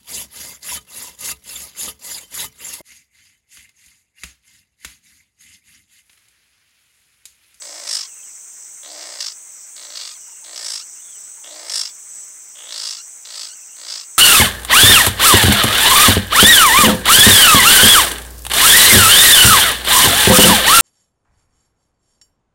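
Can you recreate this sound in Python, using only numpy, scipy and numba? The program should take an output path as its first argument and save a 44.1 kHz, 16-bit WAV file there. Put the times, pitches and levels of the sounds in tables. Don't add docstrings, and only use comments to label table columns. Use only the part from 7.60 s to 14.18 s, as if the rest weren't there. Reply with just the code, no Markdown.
import sys
import numpy as np
from scipy import signal
from scipy.fft import rfft, irfft, next_fast_len
from scipy.io import wavfile
from scipy.ndimage import map_coordinates
from numba import njit

SR = 44100
rng = np.random.default_rng(int(sys.argv[2]) if len(sys.argv) > 2 else 0)


def file_out(sig):
    cols = np.atleast_2d(sig).T
    lim = np.clip(cols, -1, 1)
    pcm = np.round(lim * 32767).astype(np.int16)
    wavfile.write(sys.argv[1], SR, pcm)


N = 290178

# (start [s], length [s], lead-in [s], swell [s],
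# churr in mid lead-in [dB], churr peak [dB], growl before fading [dB], extra hiss [dB], closed mouth [Hz],
# open mouth [Hz], half open after [s], time of one throb [s], flutter then [Hz], slowing [Hz/s])
CALLS = [ (0.0, .47, .25, .09, -39, -22, -47.5, 3, 4760, 5170, .07, .333, 50.8, 26),
         (1.22, .52, .365, .035, -39.5, -24.5, -46.5, -6, 3350, 4980, .055, 1.628, 55.0, 42),
         (2.15, .41, .185, .03, -42, -31, -54.5, -15, 4350, 4650, .22, 2.396, 52.2, 34),
         (2.835, .395, .075, .225, -44.5, -27, -50.5, 4, 4100, 5150, .11, 3.085, 55.6, 32),
         (3.825, .485, .245, .095, -41.5, -21.5, -47, 3.5, 3200, 5100, .105, 4.16, 53.0, 24),
         (4.945, .465, .11, .2, -42.5, -26, -53.5, -2, 3250, 4900, .18, 5.236, 53.6, 26),
         (5.64, .275, .045, .12, -40.5, -30.5, -55.5, -1, 4130, 4800, .07, 5.779, 55.6, 18),
         (6.16, .30, .07, .09, -42, -28, -54, -9, 4200, 4920, .07, 6.323, 55.2, 38)]
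# (frequency [Hz], gain [dB])
GROWL_COLOUR = [(60, -49), (200, -20), (290, -9.5), (400, -7), (500, -2.5), (590, 0), (680, 0.5),
                (790, -3.5), (980, -5.5), (1500, -39), (4000, -100)]
THROAT_COLOUR = [(60, -51), (200, -14.5), (600, -9), (1000, 2.5), (1300, 7), (1700, 4.5), (2020, 11.5),
                 (2400, 4), (2900, -3.5), (4000, 6.5), (7000, -26)]
CHURR_COLOUR = [(100, -82), (500, -113), (2500, -2.5), (3400, 4.5), (4100, 2), (4500, 0.5), (5200, 4.5),
                (6000, 5), (6800, 7.5), (7900, 6), (9000, -5.5), (12000, -8.5)]
HISS_COLOUR = [(100, -80), (2000, -44.5), (5500, -5), (7000, 10.5), (8200, 11), (9500, 2), (10700, -3.5),
               (12500, -11), (14000, -24), (16000, -34.5)]
CATCH_COLOUR = [(60, -75), (300, -50), (700, -36), (2400, -23), (3500, -17), (4400, -16), (5100, -8.5),
                (6200, -11.5), (8000, -31), (12000, -30), (15000, -55)]
# (time [s], relative level [dB])
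CATCH_TIMES = [(0.2752, 0), (0.3117, -1), (1.41, -8), (1.428, -5.5), (1.6065, -1), (2.1644, -13),
               (2.179, -27), (2.226, -11), (2.357, -9.5), (2.4758, -5), (2.514, -11), (2.843, -14),
               (2.9604, -3.5), (2.9776, -1), (3.0627, -2), (3.843, -17), (4.097, 2), (5.124, -2),
               (5.3505, -18), (5.652, -10)]
# (start [s], length [s], first pitch [Hz], middle pitch [Hz], last pitch [Hz], level [dB])
SQUEAK_NOTES = [(.43, .04, 1150, 1050, 1150, -47), (2.36, .125, 1130, 1170, 1210, -45),
                (2.48, .07, 1180, 1220, 1290, -45), (2.548, .025, 1100, 1060, 900, -50),
                (3.195, .04, 1300, 1350, 1580, -41), (4.288, .022, 1200, 1170, 1100, -47),
                (5.372, .053, 1500, 1380, 1700, -41.5), (5.888, .055, 1520, 1430, 1620, -41),
                (6.40, .05, 1350, 1330, 1500, -46)]
# (multiple of the pitch, relative level [dB])
SQUEAK_HARMONICS = [(1, 1), (2, 3), (3, 7), (4, 9.5), (5, -25)]
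# (start [s], length [s], first pitch [Hz], middle pitch [Hz], last pitch [Hz], level [dB])
WHISTLE_NOTES = [(.475, 0.093, 3100, 2730, 2610, -58), (.55, 0.096, 3020, 2740, 2800, -56),
                 (.615, 0.11, 3100, 2990, 2230, -59), (2.57, 0.29, 3080, 2900, 2690, -60.5),
                 (2.67, 0.076, 974, 977, 880, -60.5), (2.82, 0.055, 930, 918, 900, -58.5),
                 (3.35, 0.068, 2630, 2880, 3220, -57.5), (3.40, 0.2, 3560, 3520, 2630, -56),
                 (3.77, 0.066, 944, 937, 880, -60), (5.94, 0.12, 2900, 2750, 2570, -58.5),
                 (6.08, 0.1, 2760, 2940, 3250, -56)]
# (time [s], sway rate [Hz])
SWAY_RATES = [(0.0, 3.8), (1.0, 3.04), (2.2, 3.14), (2.7, 2.78), (3.2, 3.36), (4.3, 2.84), (5.2, 4.07),
              (6.1, 2.63), (6.58, 4.2)]
# (time [s], depth [Hz])
SWAY_DEPTHS = [(0, 109), (1.1, 146.4), (2.1, 279.6), (3.6, 201), (4.5, 133.5), (6.58, 165)]
# (frequency [Hz], gain [dB])
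CHORUS_COLOUR = [(4300, -38), (5000, -15), (5500, -6.5), (5900, 3), (6250, 5), (6800, 0.5), (7400, 4),
                 (8000, 4), (8500, 3), (9000, -5.5), (9600, -14.5), (10800, -24.5), (12000, -46)]
DRONE_COLOUR = [(6800, -33.5), (7500, -15.5), (7950, 0), (8250, -10), (8900, -38.5)]
TICK_COLOUR = [(10000, -33), (12000, -9.5), (13500, -10), (14600, -2.5), (15200, -5), (15700, -4.5)]
AIR_COLOUR = [(25, -36), (60, -23), (110, -16), (170, -4), (300, 1), (900, 5.5), (1450, 5.5), (1750, 4.5),
              (2150, 6), (2700, 4), (4000, -1), (11000, -2), (16000, -2)]
WHIRR_COLOUR = [(30, -45), (65, -15), (120, -13), (220, -43), (900, -11.5), (1450, 5.5), (1750, 0),
                (2150, 8), (2700, -11.5), (4000, -25)]


def badger_calls():
    out = np.zeros(N + SR)
    for (start, length, lead_s, swell_s, lead_db, peak_db, growl_db, bright_db,
         closed_hz, open_hz, opens_s, throb_s, flutter_hz, slowing) in CALLS:
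        age = np.arange(int(length * SR)) / SR
        churr_db, fall = churr_level(age, length, lead_s, swell_s, lead_db, peak_db)
        growl_loss_db = 14 * np.exp(-age / .035) + 28 * (age / length) ** 5.5
        opening = .5 + .5 * np.tanh((age - opens_s) / .062)
        mouth_hz = closed_hz + (open_hz - closed_hz) * opening
        dull_db = 3 * (1 - opening) + 25 * fall ** 2
        since_throb = start + age - throb_s
        cycles = flutter_hz * since_throb - .5 * slowing * since_throb ** 2
        throb = np.cos(2 * np.pi * (cycles + .04 * wobble(25, len(age))))
        voice = one_call(churr_db, growl_db - growl_loss_db, mouth_hz, bright_db - dull_db, throb)
        out[int(start * SR):][:len(age)] += voice * signal.windows.tukey(len(age), .08)
    return out[:N]


def churr_level(age, length, lead_s, swell_s, lead_db, peak_db, creep_db_per_s=14, fall_db=23):
    swell = np.sin(np.pi / 2 * np.clip((age - lead_s) / swell_s, 0, 1))
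    fall = np.clip((age - lead_s - swell_s) / max(length - lead_s - swell_s, .01), 0, 1)
    soft_db = lead_db + creep_db_per_s * (np.minimum(age, lead_s) - lead_s / 2)
    onset_db = 12 * np.clip(1 - age / .022, 0, 1) ** 2
    return soft_db + (peak_db - soft_db) * swell - onset_db - fall_db * fall ** 2.7, fall


def one_call(churr_db, growl_db, mouth_hz, bright_db, throb):
    n = len(throb)
    progress = np.linspace(0, 1, n)
    pressed = np.clip((churr_db - growl_db - 3) / 14, 0, 1)
    force = np.clip((churr_db + 41) / 20, 0, 1)
    full = np.clip((growl_db + 51.5) / 5, 0, 1)
    steady = full * (1 - pressed)
    base_hz = 274.8 + 150.1 * progress + 521.3 * force ** 2
    pulse_hz = base_hz * amp((1.17 + 1.22 * pressed) * throb + .5 * wobble(60, n))
    source = throat_pulses(pulse_hz, scatter=.13 + .3 * pressed, spread_db=2.8 + 2.2 * pressed)
    flutter_db = 6.2 * (1 - .7 * steady - .2 * force) + 3 * (2 * progress - 1) ** 2
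    gate = np.tanh(2.5 * throb + .5)
    pulses = source * amp(flutter_db * gate + 4 * wobble(46, n))

    mouth = resonate(pulses, mouth_hz * (1 + .0099 * wobble(51.2, n)), width_hz=np.full(n, 650.))
    churr = amp(churr_db) * even(colour(mouth, CHURR_COLOUR))
    hiss = amp(churr_db + bright_db - 9.5) * even(colour(pulses, HISS_COLOUR))

    ring_share = .067 + .4 * progress * pressed + .38 * force ** 2
    ring = ring_share * throat_ring(pulses, growl_db, pressed, throb)
    throat_db = -43.5 + .43 * (churr_db + 32) + .36 * (growl_db + 52)
    lag_db = 27 * steady * np.exp(-(np.arange(n) / SR / .1) ** 2)
    throat = amp(throat_db - lag_db) * even(even(colour(pulses, THROAT_COLOUR)) + ring)
    growl = amp(growl_db) * low_growl(source, flutter_db, full, throb)
    return churr + hiss + throat + growl


def throat_pulses(pulse_hz, scatter, spread_db, breath=.25):
    n = len(pulse_hz)
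    cycles = np.cumsum(pulse_hz) / SR
    beats = np.searchsorted(cycles, np.arange(int(cycles[-1])))
    late, strong = rng.uniform(-1, 1, (len(beats), 2)).T
    closures = (beats + scatter[beats] * late * SR / pulse_hz[beats]).astype(int).clip(0, n - 1)
    pulses = np.zeros(n)
    pulses[closures] = amp(spread_db[beats] * strong)
    puff = signal.lfilter([1], [1, -np.exp(-1 / (.00016 * SR))], pulses)
    source = unit(pulses) + breath * unit(puff * rng.standard_normal(n))
    return signal.sosfilt(signal.butter(2, 110, "high", fs=SR, output="sos"), source)


def throat_ring(pulses, growl_db, pressed, throb, rest_hz=1990, drop_hz=777):
    tight = pressed * np.clip((-48 - growl_db) / 9.5, 0, 1)
    bend = 1 + .097 * pressed * throb + .039 * pressed * wobble(41.4, len(throb))
    ring_hz = (rest_hz - drop_hz * tight) * bend
    width_hz = 140 + 50 * pressed
    lower = resonate(pulses, ring_hz, width_hz)
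    upper = resonate(pulses, 2 * ring_hz, 2 * width_hz)
    return even(lower + 1.4 * pressed * upper)


def low_growl(source, flutter_db, full, throb, rest_hz=525, rise_hz=90):
    soft = source * amp(.5 * flutter_db * throb)
    note_hz = (rest_hz + rise_hz * full) * (1 + .1 * throb)
    note = resonate(soft, note_hz, width_hz=np.full(len(soft), 140.))
    return even(even(colour(soft, GROWL_COLOUR)) + .8 * even(colour(note, GROWL_COLOUR)))


def catches(gain_db=14.5, fade_db_per_s=1500):
    snaps = np.zeros(N)
    for start, db in CATCH_TIMES:
        gaps_s = .0014 * rng.uniform(.66, 1.3, 4)
        after_s = np.cumsum(gaps_s) - gaps_s[0]
        snaps[((start + after_s) * SR).astype(int)] = amp(db + gain_db - fade_db_per_s * after_s)
    return colour(snaps, CATCH_COLOUR)


def glides(notes, partials, waver, flutter_hz):
    out = np.zeros(N + SR)
    for start, length, first_hz, middle_hz, last_hz, db in notes:
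        n = int(length * SR)
        arc = np.polyfit([0, .5, 1], [first_hz, middle_hz, last_hz], 2)
        hz = np.polyval(arc, np.linspace(0, 1, n)) * (1 + waver * wobble(679, n))
        phase = 2 * np.pi * np.cumsum(hz) / SR
        tone = sum(amp(level) * np.sin(multiple * phase) for multiple, level in partials)
        tremble = amp(-4 * np.cos(2 * np.pi * flutter_hz * np.arange(n) / SR) + 2 * wobble(110, n))
        out[int(start * SR):][:n] += amp(db) * unit(tone * tremble) * signal.windows.tukey(n, .4)
    return out[:N]


def undergrowth(voice, fade_s):
    t = np.arange(SR // 3) / SR
    tail = rng.standard_normal(len(t)) * amp(-60 * t / fade_s) * (t > .001)
    return signal.fftconvolve(voice, tail / np.linalg.norm(tail))[:N]


def insects():
    t = np.arange(N) / SR
    sway_hz = np.interp(t, *np.transpose(SWAY_RATES))
    depth_hz = np.interp(t, *np.transpose(SWAY_DEPTHS))
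    shift_hz = 25 + depth_hz * np.cos(2 * np.pi * np.cumsum(sway_hz) / SR)
    chorus = np.real(signal.hilbert(noise(CHORUS_COLOUR)) * np.exp(2j * np.pi * np.cumsum(shift_hz) / SR))
    drone = amp(-45 + 2.8 * wobble(7, N)) * noise(DRONE_COLOUR)
    chirp_phase = 2 * np.pi * np.cumsum(20.25 + .12 * wobble(3, N)) / SR
    strokes = amp(4.5 * np.cos(4 * chirp_phase) + 3 * np.cos(chirp_phase))
    chorus_db = -38.5 + .72 * wobble(4.2, N)
    ticks = amp(-51.5) * unit(strokes * noise(TICK_COLOUR))
    return amp(chorus_db) * chorus + drone + ticks


def forest_air():
    return amp(-54.5 + .12 * wobble(2.8, N)) * noise(AIR_COLOUR)


def whirr(beat_hz=10):
    beat = np.cos(2 * np.pi * beat_hz * np.arange(N) / SR + 1.23)
    return amp(-61) * unit(amp(7 * beat) * noise(WHIRR_COLOUR))


def amp(db):
    return 10 ** (np.asarray(db) / 20)


def unit(x):
    return x / np.sqrt(np.mean(x ** 2) + 1e-20)


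def even(x, size=2400):
    window = np.hanning(size)
    power = signal.fftconvolve(x ** 2, window / window.sum(), "same")
    return x / np.sqrt(np.abs(power) + 1e-12)


def wobble(rate, n):
    return map_coordinates(rng.standard_normal(int(n * rate / SR) + 4), [np.arange(n) * rate / SR])


def colour(x, points):
    size = 2 * next_fast_len(len(x) // 2 + 4096)
    hz, db = np.transpose(points)
    gain_db = np.interp(np.log(np.fft.rfftfreq(size, 1 / SR) + 1), np.log(hz), db)
    cepstrum = irfft(np.log(amp(gain_db)))
    cepstrum[1:size // 2] *= 2
    cepstrum[size // 2 + 1:] = 0
    return irfft(rfft(x, size) * np.exp(rfft(cepstrum)))[:len(x)]


def noise(points):
    return unit(colour(rng.standard_normal(N), points))


@njit
def resonate(x, hz, width_hz):
    y, state = np.zeros(len(x)), 0j
    for i in range(len(x)):
        state = state * np.exp(np.pi * (2j * hz[i] - width_hz[i]) / SR) + x[i]
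        y[i] = state.real
    return y


def scene():
    squeaks = glides(SQUEAK_NOTES, SQUEAK_HARMONICS, waver=.024, flutter_hz=50)
    voice = badger_calls() + catches() + squeaks
    echo = amp(-7.5) * undergrowth(voice, fade_s=.085)
    whistles = glides(WHISTLE_NOTES, [(.97, 0)], waver=.04, flutter_hz=27.4)
    return (voice + echo + whistles + insects() + forest_air() + whirr())[None]


def record(dry, top_hz=15750):
    size = next_fast_len(N + SR // 2)
    kept = np.fft.rfftfreq(size, 1 / SR) < top_hz
    return irfft(rfft(dry, size) * kept, size)[:, :N]


dry = scene()
out = record(dry)
file_out(out)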